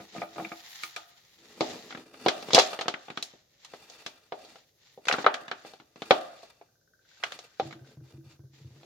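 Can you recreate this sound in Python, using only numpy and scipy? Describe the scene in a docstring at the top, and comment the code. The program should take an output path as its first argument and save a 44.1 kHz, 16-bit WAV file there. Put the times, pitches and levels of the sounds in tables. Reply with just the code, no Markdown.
"""Small quiet room with a board floor: a hard plastic cover is handled, slid and pressed onto a small machine.
Knocks and scrapes ring the shell's modes; skin slides over it with a flickering noise hiss.
The machine rocks and bumps the boards, which boom, and a faint tick runs for a while.
Early reflections and a diffuse tail answer the knocks, bumps and ticks; faint coloured noise is the still air."""
import sys
import numpy as np
from scipy import signal
from scipy.fft import rfft, irfft, next_fast_len
from scipy.io import wavfile
from scipy.ndimage import uniform_filter1d

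SR = 44100
rng = np.random.default_rng(int(sys.argv[2]) if len(sys.argv) > 2 else 0)


def transcribe(u):
    """Save the signal u as a 16-bit wav file named by the first command-line argument.

    u: samples, shape (n,) or (channels, n), limited to [-1, 1]; the rate is SR.
    q: integer samples, one column per channel.
    """
    v = np.clip(np.atleast_2d(u).T, -1, 1)
    q = np.round(v * 32767).astype(np.int16)
    wavfile.write(sys.argv[1], SR, q)


def undo_db(level):
    """Turn decibels back into plain size, where 20 dB means ten times bigger."""
    steps = np.asarray(level, float) / 20
    return 10 ** steps


N = 390285
TIME = np.arange(N) / SR
RESPONSE_TIME = np.arange(int(.15 * SR)) / SR

# Modes of the plastic shell. Each row: frequency in Hz, relative level in dB,
# nominal t60 in s (before the cycle limit and stretch in ring()).
SHELL_MODES = [(205, -2, .08), (262, -7, .07), (330, -1, .11), (425, -6, .06), (480, -7, .06),
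               (530, -7, .07), (598, -7, .07), (702, 0, .085), (770, -9, .07), (815, -9, .06),
               (925, -11, .05), (1100, -11, .045), (1222, -4, .05), (1350, -11, .04), (1600, -13, .03),
               (1950, -14, .025), (2380, -5, .025), (2650, -10, .02), (3500, -12, .015), (4370, -10, .013)]
SEATED_S = 1.4  # held in the air before this, pressed on the machine after
FREE_EVEN = 1.4  # factor on the mode dB: in the air the strong modes stand out
SEATED_LOWEST_DB = -14.5  # the machine holds the lowest mode down


def level(x, db=0):
    """Scale to an rms level in dB."""
    return x * undo_db(db) / np.sqrt(np.mean(x ** 2))


def along(table, hz):
    """Read a (Hz, value) table on a log-frequency axis."""
    table_hz, value = np.transpose(table)
    return np.interp(np.log(np.maximum(hz, 1)), np.log(table_hz), value)


def colour(x, table):
    """Causal filter with a (Hz, dB) spectrum: the phase comes from the folded cepstrum of the log gain."""
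    size = 2 * next_fast_len(x.shape[-1] // 2 + 1024)
    gain_db = along(table, np.fft.rfftfreq(size, 1 / SR))
    cepstrum = irfft(np.log(undo_db(gain_db)), size)
    cepstrum[1:size // 2] *= 2
    cepstrum[size // 2 + 1:] = 0
    response = np.exp(rfft(cepstrum))
    return irfft(rfft(x, size) * response, size)[..., :x.shape[-1]]


def pair(length, split_hz):
    """Noise at two microphones: alike in the bass, unrelated well above split_hz."""
    mid, side = rng.standard_normal((2, length))
    side = signal.lfilter(*signal.butter(1, split_hz, "high", fs=SR), side)
    return np.array([mid + side, mid - side])


def flutter(rate_hz, depth_db):
    """Random gain: values held for 1 / rate_hz seconds, then slewed by a moving average."""
    hold = int(SR / rate_hz)
    steps = np.repeat(rng.standard_normal(N // hold + 1), hold)
    return undo_db(depth_db * uniform_filter1d(steps, hold)[:N])


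def resonate(x, hz, width_hz):
    """Two-pole resonance with gain 1 at its centre."""
    return signal.lfilter(*signal.iirpeak(hz, hz / width_hz, SR), x)


def ring(modes, stretch=1.0, detune=0., split_hz=1200):
    """Decaying modes after one impulse; high modes reach the two microphones with their own phase and size."""
    hz, db, t60_s = np.transpose(modes)[:, :, None]
    t60_s = np.minimum(t60_s, 60 / hz) * stretch  # inner loss: at most 60 cycles before the stretch
    chance = rng.standard_normal((4, len(modes), 1))
    apart = np.minimum(hz / split_hz, 1) ** 2 * np.array([1, -1])[:, None, None]
    size = undo_db(db + 2.5 * chance[0] + 3.0 * apart * chance[1])
    phase = 2 * np.pi * hz * (1 + detune * chance[2]) * RESPONSE_TIME + 0.6 * apart * chance[3]
    decay = np.exp(-np.log(1000) * RESPONSE_TIME / t60_s)
    return (size * np.sin(phase) * decay).sum(axis=1)


def rattle(response, decay_ms, blow=0.72):
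    """Drive a response with a first blow, holding a share of the energy, and a spiky rattle that dies away."""
    t = np.arange(int(.06 * SR)) / SR
    force = rng.standard_normal(len(t)) ** 3 * np.exp(-t / (np.clip(decay_ms, .2, 20) / 1000))
    force = force * np.sqrt((1 - blow) / np.sum(force ** 2))
    force[0] = np.sqrt(blow)
    return signal.fftconvolve(response, force[None], axes=1)


def strokes(table, column):
    """Gain curve of overlapping strokes, each swelling to its top and fading; powers add."""
    edge_db, roundness = -18.5, 1.885  # level one swell before or one fade after the top; 1 = pointed, 2 = round
    power = np.full(N, 1e-14)
    for row in table:
        top_s, swell_s, fade_s = row[:3]
        before = (top_s - TIME) / max(swell_s, .01)
        after = (TIME - top_s) / max(fade_s, .01)
        off = np.where(TIME < top_s, before, after)
        power = power + undo_db(2 * (row[column] + edge_db * np.minimum(off, 4) ** roundness))
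    return np.sqrt(power)


def add(out, start_s, x):
    """Mix x into out from start_s."""
    i = int(start_s * SR)
    out[:, i:i + x.shape[1]] += x[:, :N - i]


def still_air():
    """Faint steady noise of the room's air: coloured Gaussian noise."""
    # Each row: frequency in Hz, relative level in dB.
    spectrum = [(15, -38.5), (25, -3), (141, 12), (217, 0), (545, 5), (988, -14.5), (1560, -13.5),
                (2550, -19.5), (3820, -9.5), (6380, -5), (8360, -24.5), (14800, -12), (16000, -34)]
    return level(colour(pair(N, 730), spectrum), -72)


def room(x):
    """Dense early reflections from boards and machine, then a diffuse tail with its own decay in each octave."""
    # Each row: frequency in Hz, t60 of the tail in s.
    tail_t60 = [(150, 0.13), (500, 0.48), (1500, 0.54), (4000, 0.33), (10000, 0.31)]
    early_db, early_t60_s, tail_db = -2.5, 0.14, -10
    t = np.arange(int(.9 * SR)) / SR
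    noise, tail = pair(len(t), 700), 0
    for hz in 90 * 2. ** np.arange(0, 8):
        edges_hz = [hz / 2 ** .5, hz * 2 ** .5]
        band = signal.sosfilt(signal.butter(2, edges_hz, "band", fs=SR, output="sos"), noise)
        tail = tail + band * np.exp(-np.log(1000) * t / along(tail_t60, hz))
    tail = tail * np.clip((t - .006) / 0.0011, 0, 1)
    early = pair(len(t), 900) * np.exp(-np.log(1000) * t / early_t60_s) * np.clip(t / 0.00088, 0, 1)
    response = (level(early, early_db) + level(tail, tail_db)) / np.sqrt(len(t))
    return signal.fftconvolve(x.mean(axis=0, keepdims=True), response, axes=1)[:, :N]


def ticks():
    """A faint, narrow tick: two short modes, at first sixteen a second and slowly quickening."""
    # Each row: frequency in Hz, relative level in dB, nominal t60 in s (before the cycle limit in ring()).
    tick_modes = [(1555, 0, .03), (5300, -7, .012)]
    # Each row: time in s, mean level in dB.
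    tick_level = [(6.69, -64), (7.1, -53.5), (7.9, -55.5), (8.1, -64), (8.46, -61)]
    count, from_s, gap_s, quickens_s = 33, 6.689, .0623, .00045  # each gap shorter by quickens_s
    scatter_db, scatter_s, attack_s = 1.5, .002, .0015
    out, k = np.zeros((2, N)), np.arange(count)
    times_s = from_s + gap_s * k - quickens_s * k ** 2 / 2
    chance = rng.standard_normal((count, 2))
    soft = np.clip(RESPONSE_TIME / attack_s, 0, 1)
    for s, (late, loud) in zip(times_s, chance):
        db = np.interp(s, *np.transpose(tick_level)) + scatter_db * loud
        add(out, s + scatter_s * late, undo_db(db) * ring(tick_modes, split_hz=4500.0) * soft)
    return out


def rocking():
    """The machine shifts under the hand and bumps the boards, whose modes boom."""
    # Firm bumps. Each row: start in s, relative level in dB, gain at 320 Hz in dB.
    firm = [(7.622, -46.5, 7.5), (7.655, -37, 1.5), (7.753, -41, 4), (7.813, -51.5, 2),
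            (7.972, -37.5, -13.5), (8.011, -46.5, -6), (8.141, -43.5, -5), (8.18, -53, 6),
            (8.262, -47.5, -5), (8.394, -38, -14), (8.438, -45, -9), (8.61, -45.5, -14),
            (8.647, -42.5, -10), (8.707, -47, -17.5), (8.762, -51, -13)]
    # Each row: frequency in Hz, relative level in dB, nominal t60 in s (before the stretch in ring()).
    board_modes = [(106, -10, 0.15), (135, 1, 0.22), (221, -4, 0.07), (325, 3.5, 0.17)]
    # light trembling bumps among the firm ones
    tremble_from_s, tremble_gap_s, tremble_db, tremble_upper_db = 7.68, .05, -57, -5
    out = np.zeros((2, N))
    times_s = np.arange(tremble_from_s, N / SR - .05, tremble_gap_s)
    chance = rng.standard_normal((len(times_s), 2))
    light = [(s + .012 * late, tremble_db + 2.5 * loud, tremble_upper_db)
             for s, (late, loud) in zip(times_s, chance)]
    for s, db, upper_db in firm + light:
        boom = rattle(ring(board_modes, 0.79, 0.031, 4000.), decay_ms=9)
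        tilt = [(40, -26), (90, -0.5), (170, 1.0), (320, upper_db), (600, -4.0)]
        add(out, s, undo_db(db - 4.0) * colour(boom, tilt))
    return out


def sliding_skin():
    """Skin slides over the shell: fluttering noise hisses, with an airy top that has its own level curve."""
    # Each row: strongest at s, swell in s, fade in s, top rms level in dB.
    slides = [(0, .05, 0.12, -54), (.17, .1, 0.11, -49.5), (.42, 0.19, 0.32, -52.5),
              (.8, 0.33, 0.23, -47.5), (1.1, 0.44, 0.39, -60.5), (1.5, 0.31, 0.18, -60),
              (1.66, 0.074, 0.13, -41.5), (1.88, 0.47, 0.18, -52), (2.22, 0.077, .15, -61),
              (2.41, 0.17, 0.057, -52), (2.58, 0.09, 0.14, -32), (3.03, 0.2, 0.17, -59),
              (3.23, .15, 0.23, -56), (3.8, 0.37, 0.068, -60), (3.97, 0.22, 0.26, -58.5),
              (4.46, 0.23, 0.28, -60.5), (4.87, 0.12, 0.16, -61.5), (5.2, 0.048, 0.086, -45.5),
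              (5.64, 0.31, 0.27, -61), (6.14, 0.18, 0.29, -58.5), (6.41, 0.13, 0.18, -61),
              (7.14, 0.12, 0.21, -61), (7.33, 0.09, 0.28, -59), (7.66, 0.12, 0.16, -56),
              (7.88, 0.053, 0.094, -62), (8.09, 0.059, 0.049, -65.5), (8.32, 0.057, 0.05, -63.5),
              (8.56, 0.046, 0.14, -62), (8.83, 0.27, .1, -64)]
    # Each row: frequency in Hz, relative level in dB.
    hiss_spectrum = [(470, -28), (800, 0), (1060, -4), (1660, -2), (1820, 5), (2510, 0), (3200, 2),
                     (3800, 5), (4500, 2), (5600, -0.5), (7500, -3), (9000, -83.5), (11700, -46),
                     (19800, -120)]
    # Each row: frequency in Hz, relative level in dB.
    airy_spectrum = [(7000, -36.5), (8600, -5), (10000, -5), (12000, 0), (14000, -3.5), (16000, -4)]
    # Each row: time in s, rms level of the airy top in dB.
    airy_level = [(0.0, -70.5), (0.86, -56), (0.98, -69), (1.5, -74.5), (1.8, -65), (1.97, -80),
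                  (2.32, -83), (2.44, -61.5), (2.71, -74), (2.91, -83.5), (3.57, -84), (3.92, -71),
                  (4.16, -79.5), (5.1, -78.5), (5.18, -81), (7.07, -85), (7.22, -78.5), (8.85, -82)]
    hiss = colour(pair(N, 1200) * flutter(60, 2.0) * flutter(900, 2.5), hiss_spectrum)
    airy = colour(pair(N, 1200) * flutter(44, 1.5) * flutter(26, 3.0), airy_spectrum)
    airy_gain = undo_db(np.interp(TIME, *np.transpose(airy_level)))
    return level(hiss) * strokes(slides, column=3) + level(airy) * airy_gain


def scraping():
    """The shell scrapes on the machine: stick-slip grit excites its modes, widened by the rubbing contact."""
    # Each row: strongest at s, swell in s, fade in s, top of the dull drag in dB, top of the light scrape in dB.
    scrapes = [(0, .05, .1, -48.5, -54.5), (.19, 0.07, .09, -46, -47.5), (.42, 0.13, 0.088, -45, -61.5),
               (.62, 0.17, 0.3, -72.5, -58.5), (1.54, .25, 0.21, -61.5, -65.5),
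               (1.72, 0.18, 0.19, -43, -55.5), (1.96, .1, .18, -52, -62.5),
               (2.23, 0.083, .15, -62.5, -57.5), (2.45, 0.46, 0.18, -50.5, -51.5),
               (2.65, 0.22, 0.25, -55.5, -44.5), (3.1, 0.44, .35, -81, -65), (3.75, 0.088, .2, -64.5, -57),
               (3.96, 0.18, 0.3, -64.5, -55.5), (4.46, .15, 0.18, -63, -57.5),
               (5.2, .15, 0.095, -53.5, -49.5), (5.31, .1, 0.25, -56.5, -58), (5.65, 0.14, 0.2, -66, -57),
               (6.14, 0.17, 0.22, -53.5, -51), (6.36, 0.26, .32, -72.5, -60),
               (7.32, 0.17, 0.23, -68.5, -55), (7.71, 0.18, 0.055, -75, -60),
               (7.88, 0.19, 0.13, -61.5, -73.5), (8.1, 0.092, 0.11, -65, -68.5),
               (8.31, 0.087, 0.081, -73.5, -64), (8.6, 0.056, 0.9, -67.5, -72),
               (8.84, 0.14, 0.11, -61, -75)]
    drag_below_hz = 450  # lower modes answer a slow, heavy drag, the others a light scrape
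    seated_even, damping = 0.5, 2.4  # factor on the mode dB; mode width in Hz times its t60
    grit = pair(N, 2500) * flutter(180, 3.0) * flutter(35, 3.0)
    even = np.where(TIME < SEATED_S, FREE_EVEN, seated_even)
    drag, scrape = np.zeros((2, 2, N))
    for i, (hz, db, t60_s) in enumerate(SHELL_MODES):
        mode = undo_db(db * even) * resonate(grit, hz, damping / t60_s)
        if i == 0:
            mode = mode * undo_db(SEATED_LOWEST_DB * (TIME > SEATED_S))
        if hz < drag_below_hz:
            drag += mode
        else:
            scrape += mode
    return level(drag) * strokes(scrapes, column=3) + level(scrape) * strokes(scrapes, column=4)


def knocks():
    """Each contact rattles the shell modes and cracks; returns the direct sound and what the room gets."""
    # Each row: start in s, relative body level in dB, then against the body in dB:
    # thud (250 Hz), clack (2300 Hz free, 1600 Hz seated), snap (4500 Hz).
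    contacts = [(.001, -34, -2, 3, -28), (.15, -31.5, -17, -14, -25), (.163, -33, 1, 2, -25),
                (0.181, -38.5, 12, 10, -11), (.218, -20, -28, -1.5, -14), (.231, -22.5, -11, -10, -15),
                (.36, -32.5, -14, 0, -28), (.382, -18.5, -40, -12, -18), (.397, -19, -14, -10, -34),
                (.423, -34, 2, -9, -10), (0.448, -38.5, -22.5, 21, 0), (.518, -28.5, -8, 6.5, -23),
                (.835, -37.5, -9, 22, 16), (.963, -26.5, -21.5, 12, 7), (1.608, -10, -10, -16.5, -11.5),
                (1.907, -42.5, -18.5, 8, -2), (1.925, -44, -4, 7.5, -5), (1.949, -39.5, 2.5, 9, -10),
                (1.974, -41, 5, 1, -7.5), (2.142, -46, -1, 2, -8), (2.262, -6.5, -15.5, -18, -18.5),
                (2.284, -15.5, -15.5, -0.5, -2), (2.426, -35.5, -22, -6.5, -4),
                (2.486, -34, 3.5, -6.5, -13.5), (2.506, -27, -13, -5.5, -8), (2.533, -7.5, -8.5, -18.5, -5),
                (2.547, -9.5, -9.5, -13.5, 4), (2.556, -14, -25, -7, -1.5), (2.567, -11, -31.5, -3, -13.5),
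                (2.58, -5.5, -20, -11.5, -12.5), (2.588, -11.5, -30, -10, -0.5),
                (2.596, -12.5, -26.5, -8.5, 0), (2.611, -27.5, -30.5, -7.5, 0),
                (2.621, -32.5, -27, -5.5, 5), (2.731, -27, -16, -2, -8), (2.79, -25, -16, -6, -9),
                (2.811, -24, -19, -3, -2), (2.858, -33, -2, -2, -17), (2.882, -19.5, -12, -4, -3.5),
                (2.94, -36, -3.5, 12, -5), (3.083, -37.5, -8, -1, -14.5), (3.102, -39, 5.5, 6.5, -4),
                (3.174, -32, -2, 2.5, -1), (3.226, -40.5, -12, -2, 13), (3.336, -40.5, -6.5, -31, -21.5),
                (3.648, -49, -33, 5.5, 7.5), (3.737, -35, -11.5, -11, -12.5), (3.899, -38, -43, -28, -0.5),
                (4.063, -34, -8, 0.5, 3.5), (4.322, -19, -23, -18, -22.5), (4.449, -39, -30, -28, -5),
                (4.557, -43, -14.5, -7.5, -5.5), (4.976, -35.5, -13.5, -29.5, -28),
                (5.054, -46, -22.5, 1.5, 7), (5.071, -36, -6.5, -2.5, -1.5),
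                (5.084, -28.5, -41.5, 16.5, 6.5), (5.098, -19.5, -30, -9, -24),
                (5.112, -28, -13.5, 10, -5.5), (5.126, -23.5, -7, 1, 1), (5.139, -25.5, -6, 10, -21.5),
                (5.184, -21.5, -5.5, -1, -22), (5.244, -21, -15.5, -3.5, -21.5),
                (5.264, -5.5, -23.5, -4, -23), (5.342, -35, -22.5, 12, 4.5), (5.481, -45.5, 1.5, 12, 1.5),
                (5.514, -28, -10, 6, -8), (5.649, -36.5, -7.5, -9.5, -16.5),
                (5.736, -37.5, -17.5, -16.5, -10.5), (5.8, -41.5, -2, -5.5, -12),
                (5.959, -44.5, 1.5, -3, -6.5), (6.02, -34, -4, 2.5, -2), (6.108, -2, -18, -7.5, -15),
                (6.431, -36.5, -18.5, -21, -10), (6.613, -43, -13, -8, -26), (7.229, -53, -19, 19, -8),
                (7.237, -32, -27, 11, 2.5), (7.264, -41, -15, 2.5, -1), (7.321, -40.5, -28, 6.5, 4.5),
                (7.39, -40, -22, -11, 2.5), (7.598, -18.5, -16.5, -13.5, -16), (7.709, -49.5, -8, 9, -2),
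                (7.727, -46, 7, 6, -1.5), (8.832, -48, -11, -10.5, -8)]
    # Crack of contact. Each row: frequency in Hz, relative level in dB.
    snap_spectrum = [(710, -33.5), (1200, 8.5), (2560, 7), (4040, 7), (4450, 2.5), (4800, 1.5),
                     (6510, -2.5), (9310, -22.5), (13500, -42), (16000, -43.5)]
    # held loosely in the air it rings longer and is touched more softly
    free_ring, free_detune, free_crack_db = 1.5, 0.0015, -13
    # pressed on the machine the modes shorten, wander and differ less in level
    seated_ring, seated_detune, seated_even = .75, .025, 0.29
    # rattle decay at a 0 dB snap; spread of its logarithm; a snap brighter by halves_db rattles half as long
    chatter_ms, chatter_spread, halves_db = 1.5, .2, 19
    direct, spread = np.zeros((2, 2, N))
    t = RESPONSE_TIME
    click = colour(np.ones((2, 1)) * (t == 0), snap_spectrum)
    for s, db, thud_db, clack_db, snap_db in contacts:
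        decay_ms = chatter_ms * 2 ** (-snap_db / halves_db) * np.exp(chatter_spread * rng.standard_normal())
        free = s < SEATED_S
        modes = np.array(SHELL_MODES) * [1, FREE_EVEN if free else seated_even, 1]
        if free:
            crack_db, clack_hz = free_crack_db, 2300
            body = ring(modes, free_ring, free_detune)
            blurred = ring(modes, .9, 0)
        else:
            crack_db, clack_hz = 0, 1600
            modes[0, 1] += SEATED_LOWEST_DB
            body = ring(modes, seated_ring, seated_detune)
            blurred = ring(modes, .2, 2 * seated_detune)
        crackle = colour(pair(len(t), 1500) * np.exp(-t / 0.0058), snap_spectrum)
        crack = undo_db(25.0) * click + undo_db(8.5) * crackle
        # a soft, long contact loses the top octave faster than a hard one
        tilt = [(250, thud_db), (420, 0.27 * thud_db), (650, 0.0063), (clack_hz, clack_db),
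                (4500, snap_db), (11000, 1.9 * snap_db - 0.8 * decay_ms)]
        near = rattle(body + undo_db(crack_db) * crack, decay_ms)
        add(direct, s, undo_db(db - 9) * colour(near, tilt))
        # summed over all directions the modes blur into a smooth spectrum
        around = blurred + undo_db(28.0 + crack_db) * click
        add(spread, s, undo_db(db - 7.5) * colour(around, tilt))
    return direct, spread


def scene():
    """Near sources, the room's answer to knocks, bumps and ticks, and the still air."""
    # a small shell radiates no deep bass
    no_bass = signal.butter(3, 170, "high", fs=SR, output="sos")
    blows, spread = signal.sosfilt(no_bass, knocks())
    small = ticks() + rocking()
    rub = scraping() + sliding_skin()
    return blows + small + room(spread + small) + rub + still_air()


def band_limit(x):
    """A steep low-pass at the top of the band."""
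    return signal.sosfilt(signal.butter(12, 16460, fs=SR, output="sos"), x)


def record(dry):
    """The left microphone is a little more sensitive; the loudest peaks round off."""
    x = dry * undo_db(np.array([[.4], [-.4]]))
    mix = np.tanh(0.78 * x) / 0.77
    return band_limit(mix)


dry = scene()
out = record(dry)
transcribe(out)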